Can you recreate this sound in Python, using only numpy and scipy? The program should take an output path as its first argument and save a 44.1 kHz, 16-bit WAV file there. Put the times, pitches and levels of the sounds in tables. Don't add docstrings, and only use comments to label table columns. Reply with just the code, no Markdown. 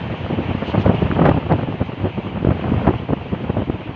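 import sys
import numpy as np
from scipy import signal
from scipy.fft import rfft, irfft
from scipy.io import wavfile
from scipy.ndimage import uniform_filter1d, map_coordinates

SR = 44100
rng = np.random.default_rng(int(sys.argv[2]) if len(sys.argv) > 2 else 0)


def invert_db(level):
    return 10 ** (np.asarray(level, dtype=float) / 20)


def materialize(psi):
    bounded = np.clip(np.atleast_2d(psi).T, -1, 1)
    quanta = np.round(bounded * 32767).astype(np.int16)
    wavfile.write(sys.argv[1], SR, quanta)


N = 174195


def unit(x):
    return x / np.sqrt(np.mean(x ** 2, axis=-1, keepdims=True) + 1e-20)


def along(points, hz):
    point_hz, value = np.transpose(points)
    return np.interp(np.log(hz + 1), np.log(point_hz + 1), value)


def curve(rows):
    at_s, value = np.transpose(rows)
    return np.interp(np.arange(N) / SR, at_s, value)


def wobble(rate):
    return map_coordinates(rng.standard_normal(4000), [np.arange(N) * rate / SR])


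def coloured(x, gain_db):
    size = x.shape[-1]
    return irfft(rfft(x) * invert_db(gain_db(np.fft.rfftfreq(size, 1 / SR))), size)


def rush(gain_db, patchy_db):
    z = signal.stft(rng.standard_normal(N + 999), nperseg=512)[2]
    field = uniform_filter1d(rng.standard_normal(z.shape), size=5, axis=0)
    field = uniform_filter1d(field, size=8, axis=1)
    noise = signal.istft(z * invert_db(patchy_db * field / field.std()), nperseg=512)[1]
    return unit(coloured(noise, gain_db)[:N])


def shaped(x, shape):
    burst = x * shape
    gain = np.sqrt(np.mean(shape ** 2, axis=1) / np.mean(burst ** 2, axis=1))
    return burst * gain[:, None]


# centre_s, level_db, length_s, crackle_db (over the thud)
MAIN_EDDIES = [(0.629, -17.5, 0.017, -8.5), (0.748, -14.5, 0.024, -5), (0.782, -9.5, 0.018, -13.5),
               (0.799, -11, 0.0072, -18), (0.864, -10, 0.027, -6.5), (0.898, -4, 0.013, -14.5),
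               (0.918, -23.5, 0.026, -10.5), (0.946, -14, 0.019, -17), (1.027, -9, 0.015, -16),
               (1.107, -14, 0.012, -13.5), (1.124, -12.5, 0.01, -17), (1.221, -7, 0.02, -9.5),
               (1.266, -11.5, 0.037, -3), (1.316, -8.5, 0.016, -9.5), (1.347, -12.5, 0.014, -17.5),
               (1.376, -13.5, 0.026, -9), (1.5, -17, 0.023, -7), (1.523, -10.5, 0.035, -4.5),
               (1.556, -14.5, 0.018, -20), (1.818, -14, 0.027, -10), (2.057, -14.5, 0.041, -10.5),
               (2.189, -16.5, 0.028, -24), (2.45, -5.5, 0.0044, -14), (2.472, -7, 0.01, -16.5),
               (2.49, -6, 0.0089, -16.5), (2.515, -11.5, 0.025, -9.5), (2.877, -6.5, 0.017, -5.5),
               (3.132, -10.5, 0.016, -10), (3.5, -12.5, 0.018, -10.5), (3.701, -10, 0.0086, -15),
               (0.041, -27, 0.0098, -23), (0.107, -24, 0.019, -11), (0.208, -23, 0.026, -21),
                 (0.306, -15.5, 0.015, -12), (0.337, -17, 0.023, -18.5), (0.39, -17, 0.035, -12),
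                 (0.492, -19, 0.017, -17.5), (0.509, -15.5, 0.017, -11.5), (0.552, -14.5, 0.015, -16.5),
                 (0.689, -19.5, 0.024, -27.5), (0.823, -23.5, 0.033, -18), (1.168, -19.5, 0.0069, -7),
                 (1.592, -18, 0.016, -8), (1.687, -15, 0.0058, -14), (1.744, -19.5, 0.022, -16),
                 (1.894, -21, 0.018, -13), (2.248, -28, 0.01, -19.5), (2.378, -19.5, 0.014, -18.5),
                 (2.598, -26, 0.0075, -4), (2.625, -22, 0.007, -13.5), (2.683, -20.5, 0.0054, -3.5),
                 (2.723, -11, 0.0098, -24), (2.812, -24, 0.023, -7), (3.108, -15, 0.019, -21),
                 (3.332, -15, 0.023, -15), (3.446, -20, 0.018, -11), (3.572, -15, 0.018, -11),
                 (3.594, -17, 0.03, -11.5), (3.623, -17, 0.023, -12.5), (3.685, -22, 0.029, -17),
               (0.882, -11.5, 0.0096, -14.5),
    (1.196, -13.5, 0.017, -3.5),
    (1.241, -12, .012, -20),
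    (1.293, -8.5, 0.024, -11),
    (1.54, -14, 0.0075, -15.5),
    (2.745, -15.5, 0.016, -12),
    (2.855, -16.5, 0.024, -9.5),
    (2.892, -7, 0.013, -12),
    (2.908, -12.5, 0.01, -11.5),
    (3.092, -19, 0.014, -6),
]
# centre_s, level_db, length_s
WEAK_EDDIES = [(0.063, -27, 0.021), (0.138, -25.5, 0.028), (0.231, -28, 0.017), (0.267, -29.5, 0.023),
               (0.426, -28.5, 0.022), (1.436, -34.5, 0.022), (1.633, -26, 0.007), (1.977, -23.5, 0.0097),
               (2.001, -22.5, 0.0079), (2.336, -31, 0.0067), (2.411, -24, 0.0091), (2.428, -17.5, 0.0077),
               (2.556, -25.5, 0.028), (2.959, -23.5, 0.03), (3, -21, 0.0089), (3.03, -29.5, 0.021),
               (3.175, -35, 0.043), (3.209, -34.5, 0.016), (3.239, -26.5, 0.0051), (3.283, -34, 0.015),
               (3.377, -33, 0.01), (3.414, -25, 0.04), (3.545, -21.5, 0.016), (3.8, -30, 0.0041),
               (3.833, -33, 0.0047), (3.86, -28, 0.0074), (3.87, -32, 0.013), (3.895, -22, 0.0089)]
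# frequency_hz, density_db (per Hz)
THUD_COLOUR = [(20, -53.5), (40, -20), (90, 2), (200, 0), (330, -4), (800, -24), (1600, -43), (3000, -110)]
# frequency_hz, density_db (per Hz)
CRACKLE_COLOUR = [(200, -30.5), (500, 4.5), (800, -1), (1400, -8.5), (2200, -21), (3500, -37.5),
                  (5000, -52.5), (8000, -110)]


def eddies():
    weak_crackle_db = -19.5
    rows = MAIN_EDDIES
    rows = rows + [(*row, weak_crackle_db) for row in WEAK_EDDIES]
    centre_s, level_db, length_s, crackle_db = np.transpose(rows)[:, :, None]
    offset = np.arange(-2048, 2048)
    thud_noise, spit_noise, crackle_noise = rng.standard_normal((3, len(rows), len(offset)))

    def bell(spread):
        return np.exp(-(offset / SR / (spread * length_s)) ** 2)

    def crackle_gain(hz):
        slope = 0.15 * (level_db - level_db.mean()) * np.log2(1 + hz / 1000)
        return along(CRACKLE_COLOUR, hz) + slope

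    spit = invert_db(3 * unit(coloured(spit_noise, lambda hz: -120 * (hz > 400))))
    thud = coloured(thud_noise * spit ** 0.5, lambda hz: along(THUD_COLOUR, hz))
    thud = shaped(thud, bell(0.44))
    crackle = shaped(coloured(crackle_noise * spit, crackle_gain), bell(0.5))
    burst = invert_db(level_db) * (thud + invert_db(crackle_db - 2) * crackle)
    at = np.round(centre_s * SR).astype(int) + offset + SR
    return np.bincount(at.ravel(), burst.ravel(), N + 2 * SR)[SR:SR + N]


# start_s, peak_db, pitch_hz
SNAPS = [(0.306, -19.5, 800), (0.476, -20, 807), (0.499, -23.5, 829), (0.512, -15.5, 705),
         (0.587, -25, 894), (0.623, -18.5, 810), (0.746, -9.5, 668), (0.776, -12.5, 756), (0.859, -10, 670),
         (0.864, -13.5, 824), (0.878, -12.5, 1160), (0.892, -10, 651), (0.916, -13, 789), (0.94, -18, 877),
         (1.114, -8.5, 1520), (1.163, -18, 684), (1.193, -6, 651), (1.218, -9.5, 1100), (1.234, -10, 651),
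         (1.253, -3, 642), (1.262, -6, 875), (1.276, -14, 1360), (1.288, -3.5, 680), (1.295, -7.5, 820),
         (1.311, -11.5, 645), (1.344, -20.5, 783), (1.366, -16.5, 657), (1.377, -18, 700),
         (1.497, -15, 813), (1.52, -8, 697), (1.535, -12.5, 800), (1.596, -19.5, 738), (1.675, -21.5, 867),
         (1.724, -18, 982), (1.809, -20, 654), (1.901, -23, 711), (2.045, -19.5, 767), (2.376, -27, 767),
         (2.446, -19, 724), (2.472, -21.5, 740), (2.505, -13, 713), (2.593, -20.5, 651),
         (2.677, -24.5, 1010), (2.718, -20, 673), (2.739, -17.5, 980), (2.817, -17.5, 663),
         (2.854, -21.5, 690), (2.869, -9.5, 690), (2.887, -10, 722), (3.09, -21, 651), (3.104, -18, 940),
         (3.133, -13, 840), (3.327, -22, 794), (3.495, -11.5, 781), (3.569, -22, 797), (3.697, -23, 848)]
# frequency_hz, gain_db
RECORDER_CUT = [(20, -14), (35, -7), (60, 0), (3500, 0), (5500, -8), (8000, -60)]


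def snaps():
    start_s, peak_db, pitch_hz = np.transpose(SNAPS)[:, :, None]
    life_cycles, sag, gain_db = 1.0, 0.08, -1
    t = np.arange(512) / SR
    age = t * pitch_hz / life_cycles
    phase = pitch_hz * t * np.exp(-sag * age / 2) + rng.random((len(SNAPS), 1))
    swell = age ** 2 * np.exp(2 - 2 * age)
    stroke = invert_db(peak_db + gain_db) * swell * np.sin(2 * np.pi * phase)
    at = np.round(start_s * SR).astype(int) + np.arange(len(t))
    strokes = np.bincount(at.ravel(), stroke.ravel(), N + 1)
    return coloured(strokes, lambda hz: along(RECORDER_CUT, hz))[:N]


# centre_s, level_db
RIPS = [
    (1.256, -21),
    (1.265, -23),
    (1.294, -23.5),
    (1.524, -24),
    (2.872, -28.5),
    (0.862, -29),
]


def rips():
    half_s, knee_hz, fall_db = 0.0031, 1700, 16.5
    t = np.arange(N + 1) / SR
    shape = sum(invert_db(db) * np.exp(-((t - s) / half_s) ** 2) for s, db in RIPS)

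    def colour(hz):
        return -fall_db * np.abs(np.log2((hz + 1) / knee_hz))

    return (shape * unit(coloured(rng.standard_normal(N + 1), colour)))[:N]


# time_s, level_db
WIND = [
    (0.0, -28),
    (1.2, -19),
    (1.48, -27),
    (2.19, -28.5),
    (2.83, -20),
    (3.08, -28.5),
    (3.95, -30.5),
]
# frequency_hz, density_db (per Hz)
BED_COLOUR = [(20, -49), (30, -30), (86, 1.5), (200, -3), (400, -12.5), (700, -21.5), (1200, -31),
              (2500, -110)]


def turbulence():
    lumps = invert_db(4 * wobble(45) + 0.74 * wobble(11))
    rumble = unit(lumps * rush(lambda hz: along(BED_COLOUR, hz), patchy_db=1.0))
    spiky = lumps * invert_db(5.5 * wobble(220))
    spikes = rng.standard_normal(N + 1) * np.pad(spiky, (0, 1))
    flutter = unit(coloured(spikes, lambda hz: along(CRACKLE_COLOUR, hz))[:N])
    return invert_db(curve(WIND) - 0.5) * (rumble + invert_db(-10) * flutter)


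# time_s, level_db, treble_db (extra)
TRAIN = [
    (0.0, -40.5, 0.5),
    (1.02, -39, 1),
    (1.51, -42, 0),
    (2.38, -44, -0.5),
    (2.78, -41.5, 2),
    (3.08, -44.5, 1),
    (3.55, -44, -0.5),
    (3.95, -45, -0.5),
]
# frequency_hz, density_db (per Hz)
ROAR_COLOUR = [(150, -7), (500, 1.5), (900, 6), (1400, -3.5), (2000, -1.5), (2650, 0.5), (3150, -2),
               (3550, -11.5)]
# frequency_hz, gain_db
ROAR_TOP = [(3550, 0), (4600, -11), (5300, -21), (6300, -22), (7400, -35.5), (7900, -45.5), (12000, -46),
            (15400, -51)]


def train():
    roar = rush(lambda hz: along(ROAR_COLOUR, hz) + along(ROAR_TOP, hz), patchy_db=1.32)
    top = coloured(np.pad(roar, (0, 1)), lambda hz: -120 * (hz < 4400))[:N]
    level_db = curve([row[:2] for row in TRAIN]) + 6
    treble_db = curve([row[::2] for row in TRAIN])
    unsteady_db = 0.26 * wobble(12) + 0.44 * wobble(32)
    return invert_db(level_db + unsteady_db) * (roar + (invert_db(treble_db) - 1) * top)


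# start_s, length_s, level_db
SWISHES = [
    (0.657, 0.058, -38.5),
    (0.789, 0.054, -40),
    (1.273, 0.036, -47.5),
    (1.85, 0.033, -49),
    (2.402, 0.043, -58.5),
    (3.27, 0.022, -52),
]
# frequency_hz, density_db (per Hz)
SWISH_COLOUR = [(1500, -32), (2800, 2.5), (4000, -10), (5000, -18), (6500, -26), (8000, -48),
                (11800, -54.5), (15400, -60)]


def swishes():
    t = np.arange(N) / SR
    attack_s, release_s = 0.008, 0.012

    def edge(time_s, width_s):
        return 1 / (1 + np.exp(np.clip(-time_s / width_s, -50, 50)))

    shape = sum(invert_db(db) * edge(t - s, attack_s) * edge(s + length - t, release_s)
                for s, length, db in SWISHES)
    hiss = rush(lambda hz: along(SWISH_COLOUR, hz), patchy_db=2.5)
    return shape * invert_db(2.4 * wobble(62)) * hiss


# centre_s, half_length_s, level_db
RATTLES = [
    (.712, .022, -76.5),
    (0.831, .025, -80.5),
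    (1.288, .012, -77.5),
    (1.86, .018, -83),
    (2.8, .15, -90.5),
    (3.697, .015, -89.5),
    (3.83, .01, -88),
]
# frequency_hz, density_db (per Hz)
RATTLE_COLOUR = [(7000, -30), (10000, -10), (11600, 0), (12800, -11), (15400, -16)]


def rattles():
    t = np.arange(N) / SR
    shape = sum(invert_db(db) * np.exp(-((t - s) / half) ** 2) for s, half, db in RATTLES)
    grains = rush(lambda hz: along(RATTLE_COLOUR, hz), patchy_db=-1)
    return shape * invert_db(3 * wobble(150)) * grains


def scene():
    wind = eddies() + snaps() + rips() + turbulence()
    ceiling, hardness = 0.92, 6
    wind = wind / (1 + np.abs(wind / ceiling) ** hardness) ** (1 / hardness)
    wind = coloured(np.pad(wind, (0, 1)), lambda hz: along(RECORDER_CUT, hz))[:N]
    return (wind + train() + swishes() + rattles())[None]


def band_limit(x):
    return signal.sosfilt(signal.butter(12, 15500, fs=SR, output="sos"), x)


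def record(dry):
    tick_s, tick_db = 1.2632, -31
    offset = np.arange(N) - round(tick_s * SR)
    tick = invert_db(tick_db) * np.exp(-offset ** 2 / 2.6)
    return band_limit(dry - tick)


dry = scene()
out = record(dry)
materialize(out)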